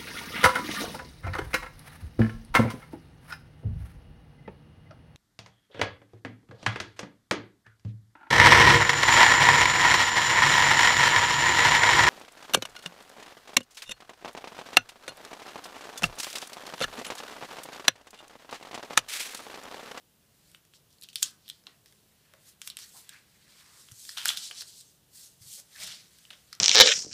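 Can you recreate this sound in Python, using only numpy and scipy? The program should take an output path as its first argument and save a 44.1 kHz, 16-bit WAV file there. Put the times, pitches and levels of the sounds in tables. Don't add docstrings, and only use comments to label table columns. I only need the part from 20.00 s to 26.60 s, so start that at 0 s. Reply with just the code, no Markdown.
import sys
import numpy as np
from scipy import signal
from scipy.fft import rfft, irfft, next_fast_len
from scipy.io import wavfile
from scipy.ndimage import uniform_filter1d, map_coordinates

SR = 44100
rng = np.random.default_rng(int(sys.argv[2]) if len(sys.argv) > 2 else 0)


def file_out(sig):
    cols = np.atleast_2d(sig).T
    lim = np.clip(cols, -1, 1)
    pcm = np.round(lim * 32767).astype(np.int16)
    wavfile.write(sys.argv[1], SR, pcm)


def ratio_of_db(decibels):
    return 10 ** (np.asarray(decibels, float) / 20)


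N = 291060


def unit(x):
    return x / np.sqrt(np.mean(x ** 2) + 1e-20)


def along(points, hz):
    f, v = np.transpose(points)
    return np.interp(np.log(hz + 1), np.log(f + 1), v)


def wobble(rate):
    knots = rng.standard_normal(int(N * rate / SR) + 4)
    return map_coordinates(knots, [np.arange(N) * rate / SR])


def filtered(x, response):
    n = x.shape[-1]
    m = next_fast_len(n + 4096)
    spectrum = rfft(x, m) * response(np.fft.rfftfreq(m, 1 / SR))
    return irfft(spectrum, m)[..., :n]


def peak(f, hz, width_hz):
    return 1j * f * width_hz / (hz * hz - f * f + 1j * f * width_hz)


def body(modes):
    if len(modes) == 1:
        return lambda f: peak(f, *modes[0][:2]) ** 2
    return lambda f: np.sqrt(sum(ratio_of_db(2 * db) * np.abs(peak(f, hz, w)) ** 4 for hz, w, db in modes))


def patchy(depth_db):
    z = signal.stft(rng.standard_normal(N), nperseg=256)[2]
    field = uniform_filter1d(rng.standard_normal(z.shape), size=4, axis=0)
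    field = uniform_filter1d(field, size=10, axis=1)
    return signal.istft(z * ratio_of_db(depth_db * unit(field)), nperseg=256)[1][:N]


# pitch_hz, level_db (per Hz)
HUM = [(15, -60), (25, -27), (57, -9), (100, -7), (145, -4), (210, -9), (260, -13.5)]
# pitch_hz, level_db (per Hz)
AIR = [(450, -15), (740, -20), (2300, -27), (2900, -21), (4500, -24.5), (15300, -24.5)]


def room_tone():
    tone = unit(filtered(patchy(depth_db=0.17), lambda hz: ratio_of_db(along(HUM + AIR, hz))))
    hum = filtered(tone, lambda hz: 1 / (1 + (hz / 500) ** 4))
    hiss = tone - hum
    return ratio_of_db(-65.5) * (hiss + hum * ratio_of_db(0.7 * wobble(6)))


# peak_s, rise_s, fall_s, level_db, centre_hz
STROKES = [(0.55, 0.34, 0.091, -66.5, 6500), (1.22, .06, .1, -51, 11000), (1.95, 0.91, 0.83, -74.5, 8000),
           (2.27, 0.39, 0.6, -75, 2200), (2.49, 0.13, 0.067, -57.5, 8000), (2.67, .07, 0.056, -51.5, 9500),
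           (2.8, .03, 0.31, -54, 6900), (2.99, 0.23, 0.12, -55, 10300), (3.13, 0.15, 0.17, -59, 3500),
           (3.6, 0.59, 0.79, -63, 4300), (4.12, 0.35, .2, -56, 11000), (4.29, 0.11, .11, -41, 6800),
           (5.15, 0.053, 0.32, -57.5, 9800), (5.42, 0.023, 0.34, -59, 8000),
           (5.596, 0.12, 0.062, -54.5, 8000), (5.73, .07, .12, -60, 6500), (5.83, 0.14, 0.052, -46.5, 5340),
           (5.9, 0.11, 0.12, -51.5, 3650), (6.2, 1, 0.87, -65, 6200), (6.33, 0.064, 0.079, -63, 2600)]
# peak_s, rise_s, fall_s, level_db, centre_hz
SLIDES = [(0.76, .06, .04, -64, 4800), (0.93, .06, .14, -70, 5600), (1.03, .06, .05, -67, 7000),
          (1.1, .03, .08, -65, 4400), (1.17, .03, 0.17, -61, 5500), (1.26, .07, 0.08, -45.5, 5340),
          (1.5, 0.21, 0.17, -61.5, 3900), (1.69, 0.076, 0.14, -64, 2950), (2.83, .09, 0.055, -47.5, 3900),
          (2.92, 0.17, .2, -62, 5800), (3.82, 0.29, 0.16, -55.5, 6600), (4.0, .14, 0.48, -51, 7300),
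          (4.101, .04, 0.16, -46.5, 4900), (4.189, 0.044, .15, -46, 2600), (4.44, 0.1, 0.16, -40, 5060),
          (4.61, 0.13, 0.045, -41, 4700), (4.684, 0.037, 0.13, -51, 6000), (4.81, 0.51, 0.063, -55, 6450),
          (4.9, 0.6, 0.16, -64, 7040), (5.15, .035, 0.22, -60.5, 7000), (5.24, 0.16, 0.13, -53.5, 6900),
          (5.54, 0.14, 0.11, -44, 7300), (5.92, 0.19, 0.18, -46, 3860), (6.55, 0.13, 0.039, -61, 3300)]
GROUP_HZ = [1705, 4400, 7300, 11900]
GROUP_DB = [5.6, 0.055, 0.083, .1]
REST_DB = [-83, -83, -102, -86]


def drive(group):
    s, rise, fall, db, hz = np.transpose(SLIDES + STROKES)[..., None]
    octave_loss_db = np.repeat([11.5, 3], [len(SLIDES), len(STROKES)])[:, None]
    span_db, bend = 25, 1.07
    t = np.arange(0, N / SR, 0.002)
    away = np.abs(t - s) / np.where(t < s, rise, fall)
    off_centre_db = octave_loss_db * np.log2(GROUP_HZ[group] / hz) ** 2
    level_db = db + GROUP_DB[group] - off_centre_db - span_db * away ** bend
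    power = ratio_of_db(2 * REST_DB[group]) + ratio_of_db(2 * level_db).sum(axis=0)
    return np.interp(np.arange(N) / SR, t, np.sqrt(power))


# pitch_hz, width_hz, level_db
FLEX = [(1180, 5400, -18), (1690, 1300, -1), (2240, 2700, -0.5)]
# pitch_hz, width_hz, level_db
SHEET = [(3400, 1440, -5), (4400, 2200, 2), (5400, 1740, -4.5)]
# pitch_hz, width_hz, level_db
FIBRE = [(6500, 4700, 2.8), (8000, 3040, 4.5)]
# pitch_hz, width_hz, level_db
HISS = [(10900, 7200, 0.92), (12600, 3800, -9.5)]


def rubbing():
    slips = ratio_of_db(1.24 * wobble(700) + 0.53 * wobble(120) + 1.26 * wobble(30))
    out = np.zeros(N)
    for group, modes in enumerate((FLEX, SHEET, FIBRE, HISS)):
        grains = slips * patchy(depth_db=1.8)
        out += drive(group) * unit(filtered(grains, body(modes)))
    return out


# pitch_hz, t60_s
WALLS = [(300, 0.86), (3000, 0.18), (12000, 0.026)]


def walls(x):
    hz, t, z = signal.stft(rng.standard_normal(SR // 2), SR, nperseg=256)
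    fall = ratio_of_db(-60 * t / along(WALLS, hz)[:, None])
    tail = signal.istft(z * fall, SR, nperseg=256)[1]
    return signal.fftconvolve(np.pad(x, (200, 0)), tail / np.linalg.norm(tail))[:N]


# pitch_hz, width_hz, level_db
CRACK = [(3200, 1600, 6), (5400, 2000, 3), (8630, 5800, 3), (13020, 5000, -5)]


def snaps(buckles):
    out, t = np.zeros(N + SR), np.arange(SR // 20) / SR
    for s, db, hz, flex_db, crack_db, ms in buckles:
        fall = ratio_of_db(-9 * t / (0.00062 * np.clip(ms, 0.2, 6))) + 0.082 * ratio_of_db(-60 * t / 0.032)
        rise = 1 - np.exp(-t / (0.00008 * (1 + ms)))
        jolt = np.sign(rng.standard_normal((3, len(t)))) * fall * rise
        jolt = np.roll(jolt, SR // 500, axis=1)
        tone = unit(filtered(jolt[0], body([(hz, 0.36 * hz, 0)])))
        crack = unit(filtered(jolt[1], lambda f: body(CRACK)(f) * f ** 2 / (f ** 2 + 1800 ** 2)))
        flex = unit(filtered(jolt[2], body([(1647, 1230, 0)])))
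        snap = tone + ratio_of_db(crack_db) * crack + ratio_of_db(flex_db) * flex
        out[round((s - 0.0023) * SR):][:len(t)] += ratio_of_db(db) * snap / np.abs(snap).max()
    return out[:N]


# start_s, peak_db, flex_db (re tone), length_ms
CREASES = [(0.515, -50.5, -4, 6), (0.6512, -50.5, 1, 2.1), (0.9038, -56, -17, 4), (1.0132, -38, -27, 0.9),
           (1.035, -35.5, -18, 2.1), (1.2236, -23.5, -3, 2.5), (1.2277, -12.5, -30, 1),
           (1.49, -30.5, -6, 0.35), (1.86, -42, 2, 0.32), (1.925, -48, 5, 0.4), (2.337, -42.5, 12, 2.2),
           (2.6172, -24, -0.5, 0.38), (2.6755, -18.5, -5.5, 0.26), (2.77, -22, -8.5, 0.93),
           (2.773, -43, 15, 2.4), (2.789, -30, -2, 1.8), (3.0924, -32, -13, 2.7), (3.9147, -38, 2, 0.37),
           (4.052, -34, -5, 0.75), (4.2566, -11, 6, 0.96), (4.6212, -31, 4, 2.8), (5.8763, -31.5, 5, 0.96),
           (5.9048, -38, -3, 0.65), (6.186, -47.5, -3, 5.8)]


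def creases():
    return snaps([(s, db, 3300, flex_db, 8, ms) for s, db, flex_db, ms in CREASES])


# start_s, peak_db, pitch_hz, length_ms
POPS = [(0.547, -38, 3110, 3.3), (0.7371, -42, 3080, 0.57), (1.6382, -52, 5200, 1), (3.662, -45, 6400, 2.4),
        (3.8869, -38.5, 3500, 0.41), (4.092, -27, 4550, 2.7), (4.1736, -22, 3870, 0.48),
        (4.1823, -24, 4140, 0.3), (4.251, -25.5, 4450, 4.7), (4.3021, -23.5, 3050, 6),
        (4.511, -28.5, 3030, 4.4), (5.7605, -37, 4300, 2.2), (6.3084, -32.5, 3030, 1),
        (6.3355, -41, 3820, 0.6), (6.5283, -29.5, 4600, 3.3)]


def pops():
    return snaps([(s, db, hz, -5, -9.5, ms) for s, db, hz, ms in POPS])


# start_s, level_db, centre_hz, t60_s
RUSTLES = [(0.736, -58, 5000, 0.23), (0.903, -64, 5000, 0.1), (1.011, -69, 6900, 0.34),
           (1.032, -44, 4240, 0.095), (1.087, -42.5, 4670, 0.049), (1.129, -56, 7000, 0.28),
           (1.158, -44.5, 4700, 0.3), (1.2206, -31, 4500, 0.036), (1.2311, -38.5, 6500, 0.22),
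           (1.48, -61.5, 7500, 0.4), (1.499, -60, 3550, 0.11), (1.669, -61, 3080, 0.1),
           (1.86, -62.5, 4620, 0.33), (2.615, -52, 5300, 0.27), (2.674, -59, 5060, 0.24),
           (2.702, -47, 3460, 0.12), (2.769, -51, 5170, 0.3), (3.09, -72, 4140, 0.67),
           (4.168, -35, 3400, 0.33), (4.256, -31, 3700, 0.44), (4.291, -27, 3940, 0.06),
           (4.367, -35, 5540, 0.18), (4.607, -35, 5560, 0.072), (5.396, -61, 6900, 0.3),
           (5.8, -40.5, 5400, 0.5), (5.828, -34, 5000, 0.11), (5.863, -34, 4170, 0.1),
           (5.903, -44, 3800, 0.24), (6.302, -54, 4030, 0.37), (6.527, -53, 4300, 0.15)]


def rustles():
    out, t = np.zeros(N + SR), np.arange(SR // 3) / SR
    for s, db, hz, t60 in RUSTLES:
        noise, grit = rng.standard_normal((2, len(t)))
        lumps = ratio_of_db(3.2 * unit(uniform_filter1d(grit, size=60)))
        crackle = unit(filtered(noise * lumps, lambda f: peak(f, hz, 0.66 * hz) * body(CRACK)(f)))
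        swell = ratio_of_db(db - 60 * t / np.clip(t60, 0.02, 0.6)) * (1 - np.exp(-t / 0.0046))
        out[round(s * SR):][:len(t)] += swell * crackle
    return out[:N]


# start_s, peak_db, pitch_hz, length_ms
TICKS = [(0.9272, -51, 4800, 5.1), (0.9842, -50, 4160, 3.6), (1.023, -36, 4050, 1.2),
         (1.029, -36.5, 9000, 1.1), (1.0386, -38, 4180, 0.5), (1.088, -33, 3200, 0.39),
         (1.1, -42, 3800, 1.2), (1.13, -43, 3500, 4.4), (1.1577, -13, 4180, 0.46),
         (1.229, -8.5, 7270, 0.32), (1.231, -21, 4400, 0.9), (1.4606, -47, 3400, 0.94),
         (1.48, -35.5, 3740, 2.1), (1.4993, -25.5, 3590, 1.8), (2.7006, -25.5, 4300, 1.6),
         (3.9185, -35, 6800, 3.3), (4.283, -13, 7300, 2.1), (4.367, -32, 3300, 0.6), (4.3725, -21, 3700, 2),
         (5.599, -39, 7600, 2.1), (5.8004, -36, 4050, 3.1), (6.551, -38, 5240, 1)]


def ticks():
    return snaps([(s, db, hz, -22.5, -4.5, ms) for s, db, hz, ms in TICKS])


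# start_s, peak_db, pitch_hz, length_ms
TAPS = [
    (1.0445, -37, 3630, 1),
    (1.6682, -32, 3400, 2.6),
    (4.2889, -13, 3620, 4.5),
    (4.6095, -29, 4540, 0.6),
    (6.2517, -42.5, 3030, 2),
    (6.3043, -33.5, 3140, 1.9),
    (6.331, -37, 3400, 1.1),
]


def taps():
    return snaps([(s, db, hz, -15, -15.5, ms) for s, db, hz, ms in TAPS])


# start_s, length_s, level_db, pitch_hz, width_hz
SCRAPES = [(1.202, 0.082, -66, 150, 200), (1.667, 0.042, -65.5, 350, 500), (1.668, 0.01, -54, 1040, 500),
           (2.331, 0.025, -61, 590, 430), (2.928, 0.074, -61, 850, 658.8), (3.085, 0.026, -59, 1660, 166.7),
           (3.11, 0.056, -57.5, 1680, 378), (3.117, 0.1, -65, 2460, 490), (3.55, 0.32, -67, 1210, 905),
           (4.198, 0.22, -68, 208, 200), (4.498, 0.034, -59.5, 635, 480), (4.609, .031, -65, 700, 500),
           (5.575, 0.037, -66, 570, 343), (5.744, .035, -57, 1750, 360), (5.76, 0.17, -63.5, 100, 161),
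           (5.777, 0.098, -61, 630, 220), (6.297, 0.047, -66.5, 600, 463)]


def scrapes():
    out, t = np.zeros(N + SR), np.arange(SR // 3) / SR
    for s, length, db, hz, width_hz in SCRAPES:
        drag = unit(filtered(rng.standard_normal(len(t)), body([(hz, width_hz, 0)])))
        out[round(s * SR):][:len(t)] += ratio_of_db(db) * np.sin(np.pi * np.clip(t / length, 0, 1)) * drag
    return out[:N]


# start_s, peak_db, pitch_hz, t60_s
THUMPS = [
    (3.918, -46.5, 114, 0.069),
    (5.41, -53.5, 109, 0.089),
    (5.458, -56.5, 133, 0.096),
]


def thumps():
    out, t = np.zeros(N + SR), np.arange(SR // 4) / SR
    for s, db, hz, t60 in THUMPS:
        swell = ratio_of_db(db + 7 - 60 * t / t60) * (1 - np.exp(-t / 0.0031))
        out[round(s * SR):][:len(t)] += swell * np.sin(2 * np.pi * hz * t)
    return out[:N]


def scene():
    paper = ticks() + pops() + taps() + creases() + rustles() + scrapes() + rubbing()
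    return (paper + ratio_of_db(-12.5) * walls(paper) + thumps() + room_tone())[None]


def top_cut(x):
    return signal.sosfilt(signal.butter(12, 16500, fs=SR, output="sos"), x)


def record(dry):
    mix = filtered(dry, lambda hz: np.where(hz < 15350, 1, ratio_of_db(-35)))
    return top_cut(mix)


dry = scene()
out = record(dry)
file_out(out)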